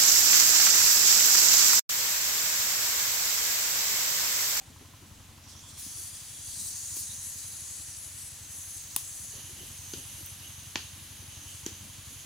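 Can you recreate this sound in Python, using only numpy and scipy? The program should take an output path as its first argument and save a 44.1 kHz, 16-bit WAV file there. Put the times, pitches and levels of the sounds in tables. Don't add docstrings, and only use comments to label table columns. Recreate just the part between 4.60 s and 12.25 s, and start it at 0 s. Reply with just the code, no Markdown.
import sys
import numpy as np
from scipy import signal
from scipy.fft import rfft, irfft
from scipy.io import wavfile

SR = 44100
rng = np.random.default_rng(int(sys.argv[2]) if len(sys.argv) > 2 else 0)


def inscribe(sig):
    pcm = np.round(np.clip(np.atleast_2d(sig).T, -1, 1) * 32767)
    wavfile.write(sys.argv[1], SR, pcm.astype(np.int16))


N = 337365
TIME = np.arange(N) / SR
HZ = np.maximum(np.fft.rfftfreq(N, 1 / SR), 1)

# (start [s], end [s])
PLACES = [(0, 1.17), (1.17, 4.72), (4.72, 7.65)]

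# (time [s], level [dB])
STEAM_PRESSURE = [(0.0, -58.5), (0.83, -60), (1.23, -49), (1.45, -48.5), (1.76, -49), (1.86, -44),
                  (2.04, -40.5), (2.3, -41), (2.68, -42.5), (2.9, -44), (3.64, -50), (4.69, -47),
                  (5.01, -51), (5.5, -49.5), (5.73, -52.5), (6.65, -54.5), (6.92, -51.5), (7.65, -53.5)]
VENT_PLACE_DB = [-5, -2.5, 0.5]
SAP_PLACE_DB = [-3, 1, -3]
JET_PLACE_DB = [-10, -2, -1.5]
# (frequency [Hz], width [Hz], relative level [dB])
VENT_RESONANCES = [(6090, 620, 2.5), (6406, 440, 7.5), (6776, 490, 3.5), (7860, 300, -9), (10910, 710, 2.5)]
SAP_RESONANCES = [(4000, 480, -7.5), (4535, 480, -4.5), (5100, 360, -4), (5740, 480, -2.5),
                  (6380, 310, -1.5), (7010, 470, 3), (7720, 660, 1.5), (8260, 460, 2.5), (8760, 390, 1.5),
                  (9300, 510, 0), (10150, 760, -2), (13200, 550, -12), (14100, 600, -7.5), (14700, 480, -7),
                  (15300, 490, -9)]
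JET_RESONANCES = [(7950, 420, -4), (8500, 290, -6.5), (9240, 450, -1), (9920, 440, 2), (10540, 780, 3.5),
                  (11600, 280, -2), (12950, 1200, -11.5)]
# (start [s], time from start to fading [s], lift [dB], opening [name])
SPURTS = [(0.868, 0.06, 1, "vent"), (0.873, 0.054, 5.5, "sap"), (1.07, 0.042, 6, "sap"),
          (1.183, 0.07, 6, "jet"), (1.175, 0.42, 3, "sap"), (1.187, 0.23, 3.5, "vent"),
          (1.35, 0.15, 5.5, "jet"), (1.366, 0.041, 2.5, "sap"), (1.978, 0.095, 3, "sap"),
          (1.986, 0.086, 2, "jet"), (2.348, 0.09, 3, "sap"), (2.622, 0.079, 6.5, "jet"),
          (2.62, 0.43, 0.8, "sap"), (3.084, 0.14, 4, "jet"), (3.36, 0.11, 6, "jet"),
          (3.559, 0.12, 7.5, "jet"), (3.57, 0.11, 3, "sap"), (3.89, 0.29, 7, "jet"),
          (3.905, 0.12, 6.5, "vent"), (4.11, 0.08, 1.5, "vent"), (4.366, 0.28, 6.5, "jet"),
          (4.37, 0.5, 3, "vent"), (4.957, 0.23, 3.5, "jet"), (5.244, 0.16, 3, "vent"),
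          (5.33, 0.45, 1.5, "jet"), (5.497, 0.16, 4.5, "sap"), (6.87, 0.1, 4, "sap"),
          (7.447, 0.093, 3, "vent")]
SPURT_ATTACK_S, SPURT_RELEASE_S = 0.021, 0.015
# (start [s], end [s], swell time [s], pitch [Hz], width [Hz], average level before panning [dB])
SINGING_SPLITS = [(0.85, 2.0, 0.081, 3380, 380, -61.5), (0.78, 1.373, 0.12, 5740, 1200, -58),
                  (0.819, 1.0, 0.076, 4800, 4500, -57), (0.988, 1.2, .03, 7240, 280, -62),
                  (1.13, 1.25, 0.035, 4140, 400, -59), (1.17, 1.3, .025, 14400, 3000, -53),
                  (1.2, 2.114, .03, 6000, 1100, -55.5), (1.36, 1.5, .03, 14200, 1500, -58),
                  (1.2, 2.04, .05, 4770, 300, -61), (1.86, 2.5, 0.076, 4660, 756, -57),
                  (2.02, 2.12, .025, 13500, 3000, -54), (2.354, 2.43, .02, 12800, 4000, -45),
                  (2.364, 2.42, .012, 4700, 2000, -53), (2.47, 2.55, 0.04, 3840, 320, -50),
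                  (1.902, 4.9, .03, 1843, 330, -70.5), (3.49, 3.72, .04, 7950, 400, -55),
                  (3.9, 4.7, .04, 14600, 2500, -61), (4.72, 7.7, 0.024, 3020, 710, -62.5),
                  (4.728, 4.897, 0.026, 3040, 520, -58.5), (4.97, 5.158, 0.024, 3010, 450, -58.5),
                  (5.34, 5.65, .05, 2950, 450, -61), (5.78, 5.903, 0.025, 2900, 416.7, -54.5),
                  (6.68, 6.8, 0.032, 3000, 450, -59), (6.848, 6.95, .03, 3000, 450, -57),
                  (4.9, 6.996, .03, 3820, 509.3, -67.5), (4.72, 5.897, 0.035, 5330, 1700, -63),
                  (5.5, 5.95, .03, 11620, 260, -58), (4.733, 5.7, .03, 12700, 1500, -58),
                  (4.75, 7.7, 0.037, 8900, 2200, -62.5), (5.7, 7.74, .07, 12600, 2000, -65)]

EMBER_PLACE_DB = [-63, -58, -56.5]
FLAME_PLACE_DB = [-63.5, -68, -65]
# (frequency [Hz], relative level per Hz [dB])
EMBER_SPECTRUM = [(400, -18.5), (800, -7.5), (1350, -4.5), (1800, -0.5), (2200, -1), (3000, 2.5),
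                  (4000, 1.5), (5300, -0.5), (8000, -8.5), (11000, -11), (12000, -1), (15500, -9.5)]
FLUTTER_SPECTRUM = [(60, -3.5), (130, -0.5), (200, 1.5), (310, 1), (400, -15), (520, -10), (900, -12),
                    (2000, -49)]
AIR_SPECTRUM = [(20, -32), (45, 1.5), (56, 4), (64, 5), (76, 7), (160, -4), (400, -12.5), (1000, -11),
                (1500, -12.5), (3000, -16), (7000, -28), (15500, -32)]
# (time at the height [s], swell time [s], flutter lift [dB], rush pitch [Hz], rush level before panning [dB])
FLAME_TONGUES = [(0.115, .025, 3, 250, -58), (0.228, 0.019, 2, 270, -54), (0.44, 0.023, -1, 307, -59),
                 (0.478, .012, 1, 230, -60), (1.4, 0.032, 1, 330, -62.5), (2.0, 0.036, 4, 204, -56),
                 (2.53, 0.028, 3, 216, -60), (4.63, 0.024, 0, 180, -58.5), (4.765, 0.034, 2.5, 424, -57.5),
                 (4.795, .03, 2, 880, -61), (4.91, 0.03, 3, 346, -61), (5.025, 0.034, 4, 338, -55),
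                 (5.385, .025, 7, 330, -57), (5.608, 0.023, 7, 258, -56), (6.53, 0.025, 0, 268, -61),
                 (6.635, .025, 4, 295, -61), (7.245, .03, 1, 177, -52.5), (7.52, 0.024, 3, 257, -58)]

# (time [s], thud [dB], knock [dB], clack [dB], crack [dB],
# snap [dB], spit [dB], tearing time [ms], pitch factor [ratio], extra scatter [dB])
WOOD_POPS = [(0.21, -52, -76, -66, -61, -68, -70, 5.5, 0.8, 0),
             (1.264, -47.5, -67, -66, -60, -59, -57, 1.2, 0.7, 1),
             (2.3657, -52.5, -59, -64, -52, -49, -39, 3.4, 0.94, -1),
             (4.3627, -60, -46, -47, -38, -36, -25.5, 1.5, 1.07, -2.5),
             (5.3355, -38.5, -74, -60, -43.5, -46, -50, 4.3, 1.0, 2.5),
             (5.661, -81, -77, -72, -69, -62, -48, 1.1, 1.3, 0),
             (6.1563, -39, -41.5, -38.5, -32, -34.5, -54, 1.6, 0.94, -0.5),
             (7.0626, -35.5, -55, -48, -44, -37.5, -45.5, 2.8, 0.98, 2.5)]
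# (low edge [Hz], high edge [Hz], share of tearing time [ratio], echo [dB],
# echo time to fall 60 dB [s], difference between the ears [ratio], left over right [dB])
POP_PARTS = [(126, 540, 0.15, -11, 0.27, 0.075, 1.5), (710, 1210, 1, -5, 0.2, 0.22, 1),
             (1500, 2500, 0.46, -5, 0.23, 0.84, 3), (2450, 5150, 1.4, -0.5, 0.4, 0.52, 1),
             (5500, 7940, 0.61, -6, 0.27, 0.67, -1), (8300, 16300, 1.5, -6.5, 0.22, 1, 5)]
# (frequency [Hz], width [Hz], relative level [dB])
WOOD_RESONANCES = [(278, 196, 5.5), (434, 230, 2), (880, 560, -1.5), (1780, 750, -1), (2460, 330, 3),
                   (3140, 620, 4), (4500, 1400, 2.5), (6650, 1960, 4.5), (9400, 1140, 0),
                   (12200, 2500, -3.5)]
# (start [s], pitch [Hz], time to fall 60 dB [s], starting level [dB])
BROKEN_PIECE_NOTES = [(0.014, 775, 0.05, -50), (4.3624, 245, 0.027, -39), (4.3624, 830, .014, -34.5),
                      (4.3624, 1080, .013, -34), (4.3624, 2490, 0.02, -34), (4.3624, 3600, 0.017, -32.5),
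                      (4.3624, 4450, .007, -29), (4.3624, 5300, .007, -24), (4.3624, 10160, 0.015, -17),
                      (5.336, 1455, .026, -43), (5.336, 3050, 0.034, -40), (5.336, 4500, .012, -39),
                      (5.336, 6300, .025, -32), (5.6615, 14300, 0.0083, -29), (6.1565, 600, 0.0092, -29),
                      (6.1565, 850, .018, -34), (6.1565, 1770, 0.015, -23.5), (6.1565, 2350, .01, -32),
                      (6.1565, 3220, 0.02, -26), (6.1565, 4000, .009, -23), (6.1565, 4600, 0.0087, -28),
                      (6.1565, 6100, .02, -30), (7.0635, 1950, 0.015, -41), (7.0635, 2450, .02, -47),
                      (7.0635, 3180, .025, -40), (7.0635, 6350, .012, -27), (7.0635, 7450, .008, -36)]

ENGINE_PLACE_DB = [-54.5, -55.5, -52]
FIRST_FIRING_S = [-.0145, 1.1755, 4.7505]
STROKE_DB = [-1, -14.5, -12, -16]
CYCLE_S, CLATTER_DECAY_S = 0.08772, 0.028
# (frequency [Hz], width [Hz], relative level [dB])
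PIPE_RESONANCES = [(46.7, 10, 5), (64.3, 8.1, 7), (135, 6.7, -6), (204.3, 6.3, 10.5), (293, 41, 2.5)]

# (frequency [Hz], level [dB])
STEREO_WIDTH = [(60, -15), (300, -11), (700, -5), (2500, -7.5), (5500, -7), (9000, -2), (14000, 0)]


def jet(modes, level_db, sputter_db, gust_db, left_db):
    hiss = np.zeros((2, N))
    for hz, width, db in modes:
        gusts = from_db(db + gust_db * drift(4.2))
        hiss += gusts * np.sqrt(width) * whistle(hz, width)
    sputter = from_db(level_db + sputter_db * drift(30))
    return sputter * rms_one(hiss) * pan(left_db)


def flow(opening, place_db, follows):
    pressure_db, = in_time(STEAM_PRESSURE)
    average_db = pressure_db.mean()
    level_db = by_place(place_db) + average_db + follows * (pressure_db - average_db)
    for start, hold, lift_db, where in SPURTS:
        if where == opening:
            t = TIME - start
            attack = np.clip(t / SPURT_ATTACK_S, 0, 1)
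            release = np.exp(-np.maximum(t - hold, 0) / SPURT_RELEASE_S)
            level_db = level_db + lift_db * attack * release
    return level_db


def splits(waver_db):
    out = np.zeros((2, N))
    for start, end, swell_s, hz, width, db in SINGING_SPLITS:
        span = slice(int(start * SR), min(int(end * SR), N))
        t = TIME[span]
        opening = np.clip(np.minimum(t - start, end - t) / swell_s, 0, 1)
        wavering = from_db(db + waver_db * drift(14.0)[span])
        out[:, span] += opening * wavering * whistle(hz, width, size=len(t))
    return out


def embers(level_db, per_s, size_db, hiss_db, tick_db):
    hiss = turbulence(colour(EMBER_SPECTRUM))
    sizes = from_db(size_db * np.minimum(rng.exponential(1, N), 4)) * rng.choice([-1, 1], N)
    struck = rng.random(N) < per_s / SR
    ticks = struck * sizes * pan(rng.normal(0, 12.0, N))
    ticks = rms_one(band(ticks, 1550, 8000, order=1))
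    mix = from_db(hiss_db) * hiss + from_db(tick_db) * ticks
    return from_db(level_db) * mix * pan(-0.59)


def flames(trim_db, lumpy_db, rush_width):
    level_db = by_place(FLAME_PLACE_DB)
    rushes = np.zeros((2, N))
    for s, swell_s, lift_db, hz, rush_db in FLAME_TONGUES:
        swell = np.exp(-((TIME - s) / swell_s) ** 2)
        level_db = level_db + lift_db * swell
        near = swell > .02
        rush = whistle(hz, rush_width * hz, size=near.sum())
        rushes[:, near] += from_db(rush_db) * swell[near] * rush
    puffs = rms_one(from_db(lumpy_db * drift(21.0)))
    flutter = from_db(level_db + trim_db) * puffs * turbulence(colour(FLUTTER_SPECTRUM))
    return (flutter + rushes) * pan(1.0)


def pops(gain_db, shock, echo_rise_s):
    out, t = np.zeros((2, N + SR)), TIME[:SR // 4]
    burst_scale = np.sqrt(.01 * SR / len(t))
    for s, *levels, tear_ms, pitch, scatter_db in WOOD_POPS:
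        at = int(s * SR)
        for db, part in zip(levels, POP_PARTS):
            low, high, share, echo_db, t60, apart, left_db = part
            noise = rng.standard_normal((6, len(t)))
            tear_fade = np.exp(-np.minimum(1e3 * t / (share * tear_ms), 30))
            tear = (noise[0] + apart * noise[1:3]) * tear_fade
            tear[:, 0] += shock
            echo_shape = (1 - np.exp(-t / echo_rise_s)) * from_db(-60 * t / t60)
            scatter = (noise[3] + 2 * apart * noise[4:]) * echo_shape
            ringing = wood(np.array([tear, scatter]), pitch)
            direct, echo = band(ringing, low * pitch, high * pitch, order=3)
            pop = rms_one(direct) + from_db(echo_db + scatter_db) * rms_one(echo)
            out[:, at:at + len(t)] += from_db(db + gain_db) * burst_scale * pop * pan(left_db)
    return out[:, :N]


def wood(x, pitch):
    total = 0
    for k, (hz, width, db) in enumerate(WOOD_RESONANCES):
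        total = total + (-1) ** k * from_db(db) * resonate(x, hz * pitch, width)
    return total


def rings(echo_db, echo_t60):
    out, t = np.zeros((2, N + SR)), TIME[:SR // 4]
    for k, (s, hz, t60, db) in enumerate(BROKEN_PIECE_NOTES):
        paths = rng.standard_normal((2, len(t))) * from_db(echo_db - 60 * t / echo_t60)
        paths[:, 0] = 1
        note = (-1) ** k * from_db(db - 60 * t / t60) * np.sin(2 * np.pi * hz * t)
        heard = signal.fftconvolve(paths, note[None], axes=1)
        at = int(s * SR)
        out[:, at:at + heard.shape[1]] += heard
    return out[:, :N]


def engine(thump_hz, thump_width, uneven_db, clatter_db):
    puffs, firings = np.zeros(N), np.zeros(N)
    for (start, end), first, db in zip(PLACES, FIRST_FIRING_S, ENGINE_PLACE_DB):
        at = np.arange(first, end, CYCLE_S / len(STROKE_DB))
        stroke = np.arange(len(at)) % len(STROKE_DB)
        unevenness = uneven_db * rng.standard_normal(len(at))
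        size = from_db(db + np.array(STROKE_DB)[stroke] + unevenness)
        at = at + rng.normal(0, 0.00034, len(at))
        heard = (at > start) & (at < TIME[-1])
        index = (at[heard] * SR).astype(int)
        puffs[index] = size[heard]
        firings[index] = (size * (stroke == 0))[heard]
    thump = puffs
    for _ in range(3):
        thump = resonate(thump, thump_hz, thump_width)
    body = sum(from_db(db) * resonate(thump, hz, width) for hz, width, db in PIPE_RESONANCES)
    exhaust = from_db(-54) * rms_one(thump + body)
    fade = np.exp(-1 / (CLATTER_DECAY_S * SR))
    knock = rms_one(signal.lfilter([1], [1, -fade], firings))
    open_path = from_db(np.where(TIME < PLACES[0][1], 0, -5.5))
    metal = turbulence(cavity([(1038, 320, -3.5), (1310, 80, -6.5)]))
    return exhaust * pan(2.4) + from_db(clatter_db) * knock * open_path * metal


def open_air(level_db):
    return from_db(level_db) * turbulence(colour(AIR_SPECTRUM))


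def by_place(levels_db):
    return np.select([TIME < end for _, end in PLACES[:-1]], levels_db[:-1], levels_db[-1])


def whistle(hz, width, size=N):
    noise = rng.uniform(-1, 1, (2, size))
    mid, side = resonate(resonate(noise, hz, width), hz, width)
    side = side * from_db(np.interp(hz, *np.transpose(STEREO_WIDTH)))
    return rms_one(np.array([mid + side, mid - side]))


def turbulence(gain):
    mid, side = rfft(rng.standard_normal((2, N)))
    wide = colour(STEREO_WIDTH)
    ears = (mid + wide * side * [[1], [-1]]) / np.sqrt(1 + wide ** 2)
    return rms_one(irfft(gain * ears, N))


def drift(rate):
    r = np.exp(-100 * np.pi * rate / SR)
    noise = rng.standard_normal(N // 50 + 1002)
    slow = signal.lfilter([1], [1, -2 * r, r * r], noise)[1000:]
    return np.interp(np.arange(N) / 50, np.arange(len(slow)), rms_one(slow))


def resonate(x, hz, width):
    r = np.exp(-np.pi * width / SR)
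    top = np.array([1, 0, -1]) * (1 - r * r) / 2
    return signal.lfilter(top, [1, -2 * r * np.cos(2 * np.pi * hz / SR), r * r], x + 1e-18)


def cavity(modes):
    power = 0
    for hz, width, db in modes:
        power = power + from_db(db) ** 2 / (1 + (2 * (HZ - hz) / width) ** 2) ** 2
    return np.sqrt(power)


def band(x, low_hz, high_hz, order=2):
    edges = np.clip([low_hz, max(high_hz, low_hz * 1.1)], 10, .48 * SR)
    return signal.sosfilt(signal.butter(order, edges, "band", fs=SR, output="sos"), x + 1e-18)


def colour(points):
    hz, db = np.transpose(points)
    return from_db(np.interp(np.log(HZ), np.log(hz), db))


def in_time(rows):
    s, *columns = np.transpose(rows)
    return [np.interp(TIME, s, c) for c in columns]


def pan(left_db):
    return from_db(np.array([[.5], [-.5]]) * left_db)


def rms_one(x):
    return x / np.sqrt(np.mean(x ** 2) + 1e-20)


def from_db(db):
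    return np.exp(np.asarray(db) * (np.log(10) / 20))


def scene():
    vent_db = flow("vent", VENT_PLACE_DB, follows=0.91)
    sap_db = flow("sap", SAP_PLACE_DB, follows=0.95)
    jet_db = flow("jet", JET_PLACE_DB, follows=0.73)
    steam = jet(VENT_RESONANCES, vent_db, sputter_db=-0.15, gust_db=2.3, left_db=-3.0)
    steam = steam + jet(SAP_RESONANCES, sap_db, sputter_db=1.04, gust_db=2.55, left_db=2.5)
    steam = steam + jet(JET_RESONANCES, jet_db, sputter_db=1.0, gust_db=2.1, left_db=4.5)
    steam = steam + splits(waver_db=2.2) * pan(-4.0)
    fire = embers(by_place(EMBER_PLACE_DB), per_s=200, size_db=4.5, hiss_db=5.0, tick_db=-9.0)
    fire = fire + flames(trim_db=2.0, lumpy_db=2.0, rush_width=0.44)
    bursts = pops(gain_db=-0.9, shock=3.8, echo_rise_s=0.0019)
    bursts = bursts + rings(echo_db=-38.0, echo_t60=0.26)
    far = engine(thump_hz=91.9, thump_width=68.8, uneven_db=0.8, clatter_db=-66.0)
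    return steam + fire + bursts + far + open_air(level_db=-58.5)


def record(dry):
    return signal.sosfilt(signal.ellip(10, .2, 70, 15900, fs=SR, output="sos"), dry)


dry = scene()
out = record(dry)
inscribe(out)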